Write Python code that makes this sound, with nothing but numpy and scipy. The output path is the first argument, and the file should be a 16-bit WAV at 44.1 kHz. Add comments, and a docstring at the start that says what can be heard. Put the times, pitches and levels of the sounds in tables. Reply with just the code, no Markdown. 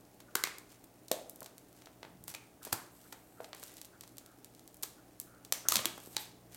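"""Plastic protective film is peeled off a phone held above a desk in a small room.
Hum, air noise and the faint fizz and ticks of taut film run from the start. From 0.2 s the film snaps as it
buckles, skin rubs the phone and flipped panels ring; from 0.7 s pulls swell the fizz and thicken the ticks.
Finger taps start at 1.4 s, dull bumps at 2.2 s, slides of film on glass at 2.9 s; 5.5-5.9 s is densest in snaps.
Noise bursts, sines and shaped noise make the sources; one wall echo and a room tail follow film and hands."""
import sys
import numpy as np
from scipy import signal
from scipy.fft import rfft, irfft
from scipy.io import wavfile
from scipy.ndimage import uniform_filter1d

SR = 44100
rng = np.random.default_rng(int(sys.argv[2]) if len(sys.argv) > 2 else 0)


def put_to_file(sound):
    """Save the sound as 16-bit audio at rate SR, in the file named by the first command-line argument."""
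    columns = np.atleast_2d(sound).T  # one column per channel
    safe = np.clip(columns, -1, 1)
    whole_steps = np.round(safe * 32767)
    wavfile.write(sys.argv[1], SR, whole_steps.astype(np.int16))


N = 289296
TIME_S = np.arange(N) / SR

# room noise: (frequency [Hz], relative level per Hz [dB])
AIR_COLOUR = [(15, -27), (25, -16), (86, -12.5), (122, -8), (148, -12), (169, -14.5), (305, -2.5),
              (340, -7), (457, -10), (552, -13), (598, -10), (848, -14), (919, -19), (3830, -34),
              (15500, -29)]
AIR_RMS_DB = -61.5
# hum partials: (frequency [Hz], rms before the swell [dB])
HUM_PARTIALS = [(59.7, -77), (119.5, -68.5), (179, -71)]
# hum gain: (time [s], gain [dB])
HUM_SWELL = [(0, -3), (4.5, -4.5), (5, -2), (6.56, 3)]

# pulls lifting film off the glass: (start [s], length [s], fizz gain [dB])
PULLS = [(.69, 0.032, -54), (1.74, 0.083, -60.5), (2.27, 0.043, -47), (2.62, 0.075, -49.5),
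         (2.94, 0.18, -62), (3.4, 0.04, -57), (3.56, 0.13, -54.5), (3.67, 0.13, -56.5), (4.02, 0.06, -63),
         (5.68, 0.098, -32.5), (5.94, 0.11, -55), (6.1, 0.18, -54), (6.51, 0.054, -50.5)]
HELD_DB = -65.5  # fizz gain of film only held taut
STROKE_ATTACK_S, STROKE_RELEASE_S = 0.013, 0.022  # pulls and slides
# adhesive fizz: (frequency [Hz], relative level per Hz [dB])
PEEL_COLOUR = [(500, -6.5), (1500, -3.5), (3500, -4), (5500, -3.5), (8000, -3.5), (11000, -5.5),
               (15000, -11)]

# centres of the four crack bands, thump to fizz: [Hz]
CRACK_BANDS_HZ = [400, 1400, 4300, 11000]
# colour common to all cracks: (frequency [Hz], gain [dB])
FILM_COLOUR = [(200, -4), (330, -3.5), (500, -1.5), (950, 1), (2800, -3), (4000, -0.5), (5500, -3),
               (8200, 0), (10300, -5), (12800, -0.5), (16000, -9)]
# jumps of the adhesive's edge: (time [s], nominal fizz level [dB], fizz above crack band [dB])
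TICKS = [(0.5841, -37.5, 5.5), (1.2965, -33, 15), (1.3597, -41, 14), (1.406, -36.5, 13),
         (1.4296, -38.5, 7.5), (1.445, -43, 7), (1.581, -42.5, 6), (2.2398, -38.5, 17), (2.2958, -45, 4),
         (2.304, -41, 11), (2.314, -44, 10), (3.6372, -35.5, 6), (3.6808, -49, 1), (3.769, -42, 5),
         (3.7822, -48, -1), (3.8153, -36.5, 3.5), (3.8475, -45, 0), (3.8534, -42, 11), (4.0095, -38.5, 2.5),
         (4.077, -48, 2), (4.17, -46, 6), (4.1824, -36.5, 4.5), (4.262, -46, 3.5), (4.4457, -40.5, 4.5),
         (4.5496, -50, 2), (4.5945, -48.5, 2), (4.677, -43, 6), (4.744, -44.5, 13), (4.769, -45.5, 16),
         (4.8264, -31.5, 17), (5.2, -26, 16.5), (5.214, -40, 11), (5.4497, -41.5, 2), (6.036, -48, 10),
         (6.0603, -43.5, 6), (6.072, -46.5, 6)]
TICK_MS, TICK_BODY_DB = 0.55, -15.5  # decay; body against crack band
# small random ticks: level against the pull gain, its spread, fizz above crack band
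STRAY_DB, STRAY_SPREAD_DB, STRAY_BRIGHTNESS_DB = 1.5, 4.5, 8
STRAY_TICKS_PER_S, PULL_TICKS_PER_S = 19, 62  # base rate; most a pull can add

# film buckles, nominal energy as rms over 1 ms:
# (time [s], body [dB], crack [dB], fizz [dB], decay [ms])
SNAPS = [(0.2028, -52, -47, -47.5, 4.7), (0.3522, -60, -36, -31, .35), (0.3542, -25.5, -23, -17.5, 1.2),
         (.4379, -29.5, -19.5, -21, 1.14), (.4722, -36, -35, -40, 0.88), (0.8407, -60, -55, -45.5, 3.5),
         (1.0828, -71, -41.5, -43, 2.7), (1.1154, -34.5, -23, -19.5, 1.2), (1.4601, -48.5, -41, -42, 3.6),
         (1.82, -53.5, -50.5, -55, 1.9), (1.8585, -64, -43.5, -51, 1.1), (2.28, -44, -41, -32, 2.5),
         (2.3397, -48, -41, -41, 3.2), (2.349, -43, -34, -37, 1.3), (2.650, -47, -42.5, -31.5, 3.3),
         (2.723, -44, -45, -35, 6.6), (2.728, -27.5, -26, -17.5, 2.9), (3.1252, -40.5, -39.5, -38.5, 3.5),
         (3.4441, -47, -39, -49, 2.2), (3.5314, -40.5, -34.5, -53, 0.57), (3.548, -49, -46, -41.5, 1.9),
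         (3.629, -43.5, -45, -40, 3.3), (4.0363, -50, -46, -50, 1), (4.832, -45.5, -31.5, -32, 0.77),
         (4.834, -53, -30.5, -23.5, 0.99), (4.8384, -40, -41, -37, 0.42), (5.5236, -31, -21, -16.5, 1.35),
         (5.6864, -36, -24.5, -13.5, 1.5), (5.7217, -30.5, -18.5, -19.5, 1.1), (5.734, -42, -42, -37, .6),
         (5.7566, -31.5, -15.5, -20.5, 1.1), (5.7675, -38, -20, -26, 1.8), (5.7899, -31.5, -26, -49, 3),
         (5.8465, -36, -40, -45, 2.6), (5.8555, -31.5, -22.5, -19, 1.8), (6.1665, -35.5, -19, -27.5, 1.5)]
THUMP_DB = -1.5  # low end of a snap against its body

# skin rubs on the phone: (centre [s], level [dB], length [s])
RUBS = [(.29, -59.5, 0.012), (2.625, -61, .016), (3.058, -65, .026), (3.392, -63.5, 0.031),
        (3.947, -65.5, .033), (4.292, -71, .12), (4.99, -63.5, 0.016), (5.34, -67.5, 0.13),
        (5.663, -49, .014)]
RUB_HZ, RUB_OCTAVES = 1396, 0.38

# flipped panels: (time [s], pitch [Hz], starting peak before bass cut [dB])
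PANELS = [(.354, 390, -34), (.3545, 1065, -31), (0.3547, 1530, -28.5), (0.439, 1170, -32.5),
          (.438, 2164, -21), (.438, 3580, -28), (1.114, 515, -26), (1.114, 630, -24), (1.118, 3600, -33.5),
          (2.347, 2440, -35.5), (2.728, 337, -38.5), (2.727, 1035, -35), (2.728, 1640, -31),
          (2.726, 4700, -28), (3.403, 507, -39.5), (3.403, 638, -40.5), (5.5243, 5930, -19.5),
          (5.686, 6500, -10.5), (5.7221, 1240, -23.5), (5.7675, 210, -35), (5.856, 327, -32.5),
          (5.856, 3280, -23.5), (6.1683, 860, -37.5), (6.1672, 3930, -28.5)]
PANEL_T60_S, PANEL_REFERENCE_HZ, PANEL_DAMPING_POWER = 0.027, 1000, 0.73  # high panels die sooner
LINGER_DB, LINGER_T60_S, LINGER_OCTAVES = -12.5, 0.46, 0.12  # energy against ring, decay, bandwidth

# finger knocks: (time [s], nominal level [dB], corner above which the treble falls [Hz])
TAPS = [(1.4192, -36, 1090), (1.871, -45.5, 3000), (2.0303, -39.5, 4330), (2.0498, -43.5, 3300),
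        (2.669, -31.5, 600), (2.6747, -42, 1400), (3.404, -39.5, 1910), (5.6537, -36.5, 700),
        (5.978, -37.5, 1200), (6.073, -35.5, 412)]
TAP_MS, TAP_FALL_DB_PER_OCTAVE = 1.6, 13

# bumps as the phone shifts in the hand: (centre [s], level [dB], length [s])
BUMPS = [(2.22, -61.5, 0.25), (2.735, -48, 0.018), (5.778, -49, 0.032)]
BUMP_HZ, BUMP_OCTAVES = 121, 1.3

# film sliding flat over glass: (start [s], length [s], rms level [dB])
SLIDES = [(2.91, 0.18, -67), (3.1, 0.39, -71.5), (3.59, 0.09, -65), (6.01, 0.12, -61.5),
          (6.185, 0.028, -49.5)]
# slide hiss: (frequency [Hz], relative level per Hz [dB])
SLIDE_COLOUR = [(2000, -32), (5500, -30), (8000, 2), (10000, -7), (13000, 2.5), (15500, -12)]

WALL_S, WALL_DB, WALL_SPREAD_S = 0.0112, -15.5, 0.0025
# room tail: (frequency [Hz], energy against direct sound [dB], t60 [s])
ROOM_TAIL = [(150, -9.5, 0.83), (510, -6, 0.54), (1220, -5, 0.48), (2210, -4.5, 0.41), (4500, -9, 0.44),
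             (7750, -9, 0.42), (15400, -10, 0.3)]
EDGES_HZ = np.geomspace(110, 17600, 25)
CENTRES_HZ = np.sqrt(EDGES_HZ[1:] * EDGES_HZ[:-1])

# faint side signal, 90 degrees off the mid: (frequency [Hz], side against mid [dB])
SIDE_LEVEL = [(35, -28), (250, -44), (2000, -45), (4500, -37), (8500, -28), (15000, -35)]
CUTOFF_HZ = 16300


def from_db(db):
    """Decibels to gain."""
    return 10 ** (np.asarray(db) / 20)


def unit_energy(x):
    """Each row scaled to a sum of squares of one."""
    return x / np.sqrt(np.sum(x ** 2, axis=-1, keepdims=True) + 1e-30)


def at_hz(points, hz, column=1):
    """Read a table on a log-frequency axis."""
    points = np.array(points)
    return np.interp(np.log(hz), np.log(points[:, 0]), points[:, column])


def band(x, low_hz, high_hz):
    """Causal band-pass."""
    return signal.sosfilt(signal.butter(2, [low_hz, high_hz], "band", fs=SR, output="sos"), x)


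def octave_band(x, hz, octaves):
    """Band-pass of a given width around a frequency."""
    half_width = 2 ** (octaves / 2)
    return band(x, hz / half_width, hz * half_width)


def coloured(x, spectrum):
    """A steady signal given a spectrum; rms 1."""
    hz = np.maximum(np.fft.rfftfreq(N, 1 / SR), 1)
    shaped = irfft(rfft(x) * from_db(at_hz(spectrum, hz)), N)
    return unit_energy(shaped) * np.sqrt(N)


def add(track, time_s, sound):
    """Mix a sound in at a time."""
    at = int(round(time_s * SR))
    track[at:at + len(sound)] += sound[:max(N - at, 0)]


def background():
    """Steady room noise and hiss under a slowly swelling low hum."""
    hum = np.zeros(N)
    for hz, rms_db in HUM_PARTIALS:
        hum += from_db(rms_db) * np.sqrt(2) * np.sin(2 * np.pi * (hz * TIME_S + rng.random()))
    swell = from_db(np.interp(TIME_S, *np.transpose(HUM_SWELL)))
    air = from_db(AIR_RMS_DB) * coloured(rng.standard_normal(N), AIR_COLOUR)
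    return hum * swell + air


def strokes(rows):
    """Gain of hand strokes: each rises, holds and dies away."""
    gain = np.zeros(N)
    for start_s, length_s, db in rows:
        rise = np.clip((TIME_S - start_s) / STROKE_ATTACK_S, 0, 1)
        fall = np.exp(-np.clip((TIME_S - start_s - length_s) / STROKE_RELEASE_S, 0, 20))
        gain += from_db(db) * rise * fall
    return gain


def pulling():
    """How hard the adhesive is worked, as the gain of its fizz."""
    return np.hypot(from_db(HELD_DB), strokes(PULLS))


def peel(per_s=450, spread_db=5.0, grain_gain=0.31, hiss_gain=0.3, grain_s=0.00093):
    """Tiny patches of adhesion let go one by one, over the smooth hiss of sliding."""
    sizes = from_db(spread_db * np.minimum(rng.exponential(1, N), 3))
    releases = (rng.random(N) < per_s / SR) * sizes
    decay = np.exp(-1 / (grain_s * SR))
    envelope = signal.lfilter([1], [1, -decay], releases + 1e-18)
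    grains = coloured(envelope * rng.standard_normal(N), PEEL_COLOUR)
    hiss = coloured(rng.standard_normal(N), PEEL_COLOUR)
    return (grain_gain * grains + hiss_gain * hiss) * pulling()


def minimum_phase(gain):
    """The spectrum with these magnitudes whose sound starts at once."""
    cepstrum = irfft(np.log(gain))
    half = len(cepstrum) // 2
    cepstrum[1:half] *= 2
    cepstrum[half + 1:] = 0
    return np.exp(rfft(cepstrum))


def crack(levels_db, decay_ms, desk_db=-11, desk_ms=4.9, desk_hz=3500,
          bass_cut_hz=230, trim_db=0.37, smooth_hz=700):
    """A dense, brief rattle of slips; phone, hands and desk scatter it longer and duller."""
    size = 2048
    ms = np.arange(size) / SR * 1000
    hz = np.maximum(np.fft.rfftfreq(size, 1 / SR), 20)
    slips, scatter = rng.standard_normal((2, size))
    direct = slips * np.exp(-ms / decay_ms)
    scattered = from_db(desk_db) * scatter * np.exp(-ms / desk_ms)
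    scattered = signal.lfilter(*signal.butter(1, desk_hz, fs=SR), scattered)
    burst = rfft(direct + scattered)
    # slips set the fine grain; size and tension of the fold set the broad colour
    broad = np.sqrt(uniform_filter1d(np.abs(burst) ** 2, int(smooth_hz * size / SR)))
    widths_db = 10 * np.log10([650, 1700, 4500, 9000])  # band widths in Hz: band level to level per Hz
    per_hz = SR / np.sqrt(2000)
    fold = from_db(np.interp(np.log(hz), np.log(CRACK_BANDS_HZ), np.array(levels_db) - widths_db))
    colour = from_db(trim_db + at_hz(FILM_COLOUR, hz)) / np.sqrt(1 + (bass_cut_hz / hz) ** 4)
    return irfft(burst * minimum_phase(per_hz * fold * colour / broad))


def tick(level_db, brightness_db):
    """A very short crack with almost no body."""
    crack_db = level_db - brightness_db
    body_db = crack_db + TICK_BODY_DB
    return crack([body_db, body_db, crack_db, level_db], TICK_MS)


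def ticks(count=12):
    """Clear jumps of the adhesive's edge, and small random ones, denser and stronger with each pull."""
    out = np.zeros(N)
    for time_s, level_db, brightness_db in TICKS:
        add(out, time_s, tick(level_db, brightness_db))
    shapes = [tick(STRAY_DB, STRAY_BRIGHTNESS_DB) for _ in range(count)]
    effort = pulling()
    sizes = effort * from_db(STRAY_SPREAD_DB * rng.standard_normal(N))
    per_s = STRAY_TICKS_PER_S + PULL_TICKS_PER_S * (1 - from_db(HELD_DB) / effort)
    for at in np.flatnonzero(rng.random(N) < per_s / SR):
        add(out, at / SR, sizes[at] * shapes[at % count])
    return out


def snaps():
    """Each buckle of the film is one crack, coloured by the size of its fold."""
    out = np.zeros(N)
    for time_s, body_db, crack_db, fizz_db, decay_ms in SNAPS:
        add(out, time_s, crack([body_db + THUMP_DB, body_db, crack_db, fizz_db], decay_ms))
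    return out


def swells(rows, hz, octaves):
    """Short bell-shaped swells of noise in one broad resonance."""
    noise = unit_energy(octave_band(rng.standard_normal(N), hz, octaves)) * np.sqrt(N)
    gain = np.zeros(N)
    for centre_s, db, length_s in rows:
        gain += from_db(db) * np.exp(-2 * np.minimum(((TIME_S - centre_s) / length_s) ** 2, 20))
    return noise * gain


def rubs():
    """Skin friction on the phone: swells of mid-band noise."""
    return swells(RUBS, RUB_HZ, RUB_OCTAVES)


def panels(bass_cut_hz=200):
    """A flipped panel rings at its pitch, then lingers in close modes; it radiates no deep bass."""
    out, t = np.zeros(N), TIME_S[:SR // 2]
    for time_s, hz, peak_db in PANELS:
        t60_s = PANEL_T60_S * (PANEL_REFERENCE_HZ / hz) ** PANEL_DAMPING_POWER
        ring = from_db(peak_db - 60 * t / t60_s) * np.sin(2 * np.pi * hz * t)
        cluster = octave_band(rng.standard_normal(len(t)), hz, LINGER_OCTAVES)
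        cluster = unit_energy(cluster * from_db(-60 * t / LINGER_T60_S))
        add(out, time_s, ring + from_db(LINGER_DB) * np.linalg.norm(ring) * cluster)
    return signal.sosfilt(signal.butter(4, bass_cut_hz, "high", fs=SR, output="sos"), out + 1e-18)


def taps():
    """A fingertip is soft, so its knock loses the treble."""
    out = np.zeros(N)
    for time_s, level_db, corner_hz in TAPS:
        octaves_above = np.maximum(np.log2(np.array(CRACK_BANDS_HZ) / corner_hz), 0)
        add(out, time_s, crack(level_db - TAP_FALL_DB_PER_OCTAVE * octaves_above, TAP_MS))
    return out


def bumps():
    """The phone shifts in the hand: swells of low noise."""
    return swells(BUMPS, BUMP_HZ, BUMP_OCTAVES)


def slide():
    """Smooth friction of film on glass: a high hiss."""
    return coloured(rng.standard_normal(N), SLIDE_COLOUR) * strokes(SLIDES)


def wall(x):
    """A smeared echo off the nearest wall."""
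    t = TIME_S[:SR // 20]
    smear = (t > WALL_S) * np.exp(-np.abs(t - WALL_S) / WALL_SPREAD_S / 2)
    echo = unit_energy(rng.standard_normal(len(t)) * smear)
    return from_db(WALL_DB) * signal.fftconvolve(x, echo)[:N]


def room(x, build_s=0.007, scattered_share=0.78):
    """Fixed room modes plus diffuse energy from the moving film; both drain band by band."""
    t = TIME_S[:int(0.7 * SR)]
    build = 1 - np.exp(-(t / build_s) ** 4)
    late = np.interp(TIME_S - build_s, TIME_S, x, left=0)
    white = rng.standard_normal((2, N))
    modes, diffuse = np.zeros(len(t)), np.zeros(N)
    for k, (low, high, hz) in enumerate(zip(EDGES_HZ, EDGES_HZ[1:], CENTRES_HZ)):
        gain, t60_s = from_db(at_hz(ROOM_TAIL, hz)), at_hz(ROOM_TAIL, hz, column=2)
        noise = unit_energy(band(white[k % 2], low, high))  # neighbours use different noise
        tail = unit_energy(noise[-len(t):] * from_db(-60 * t / t60_s) * build)
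        modes += gain * tail * np.sqrt(2 * (high - low) / SR)
        keep = from_db(-120 / (t60_s * SR))  # power kept per sample
        power = signal.lfilter([1 - keep], [1, -keep], band(late, low, high) ** 2)
        diffuse += gain * noise * np.sqrt(N * power)
    fixed = signal.fftconvolve(x, modes)[:N]
    return np.sqrt(1 - scattered_share) * fixed + np.sqrt(scattered_share) * diffuse


def scene():
    """Film and hands close to the microphone, the room behind them."""
    film = peel() + ticks() + snaps() + panels() + slide()
    hands = rubs() + taps() + bumps()
    near = film + hands
    return np.tile(near + wall(near) + room(near) + background(), (2, 1))


def record(dry, channel_hiss_db=-104):
    """Near-mono sound with a faint side signal and slight hiss in each channel; the top is cut steeply."""
    hz = np.maximum(np.fft.rfftfreq(N, 1 / SR), 1)
    side = irfft(1j * rfft(dry[0]) * from_db(at_hz(SIDE_LEVEL, hz)), N)  # 90 degrees off the mid
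    hiss = from_db(channel_hiss_db) * rng.standard_normal((2, N))
    both = dry + side * np.array([[1], [-1]]) + hiss
    return signal.sosfilt(signal.ellip(10, 0.2, 70, CUTOFF_HZ, fs=SR, output="sos"), both)


dry = scene()
out = record(dry)
put_to_file(out)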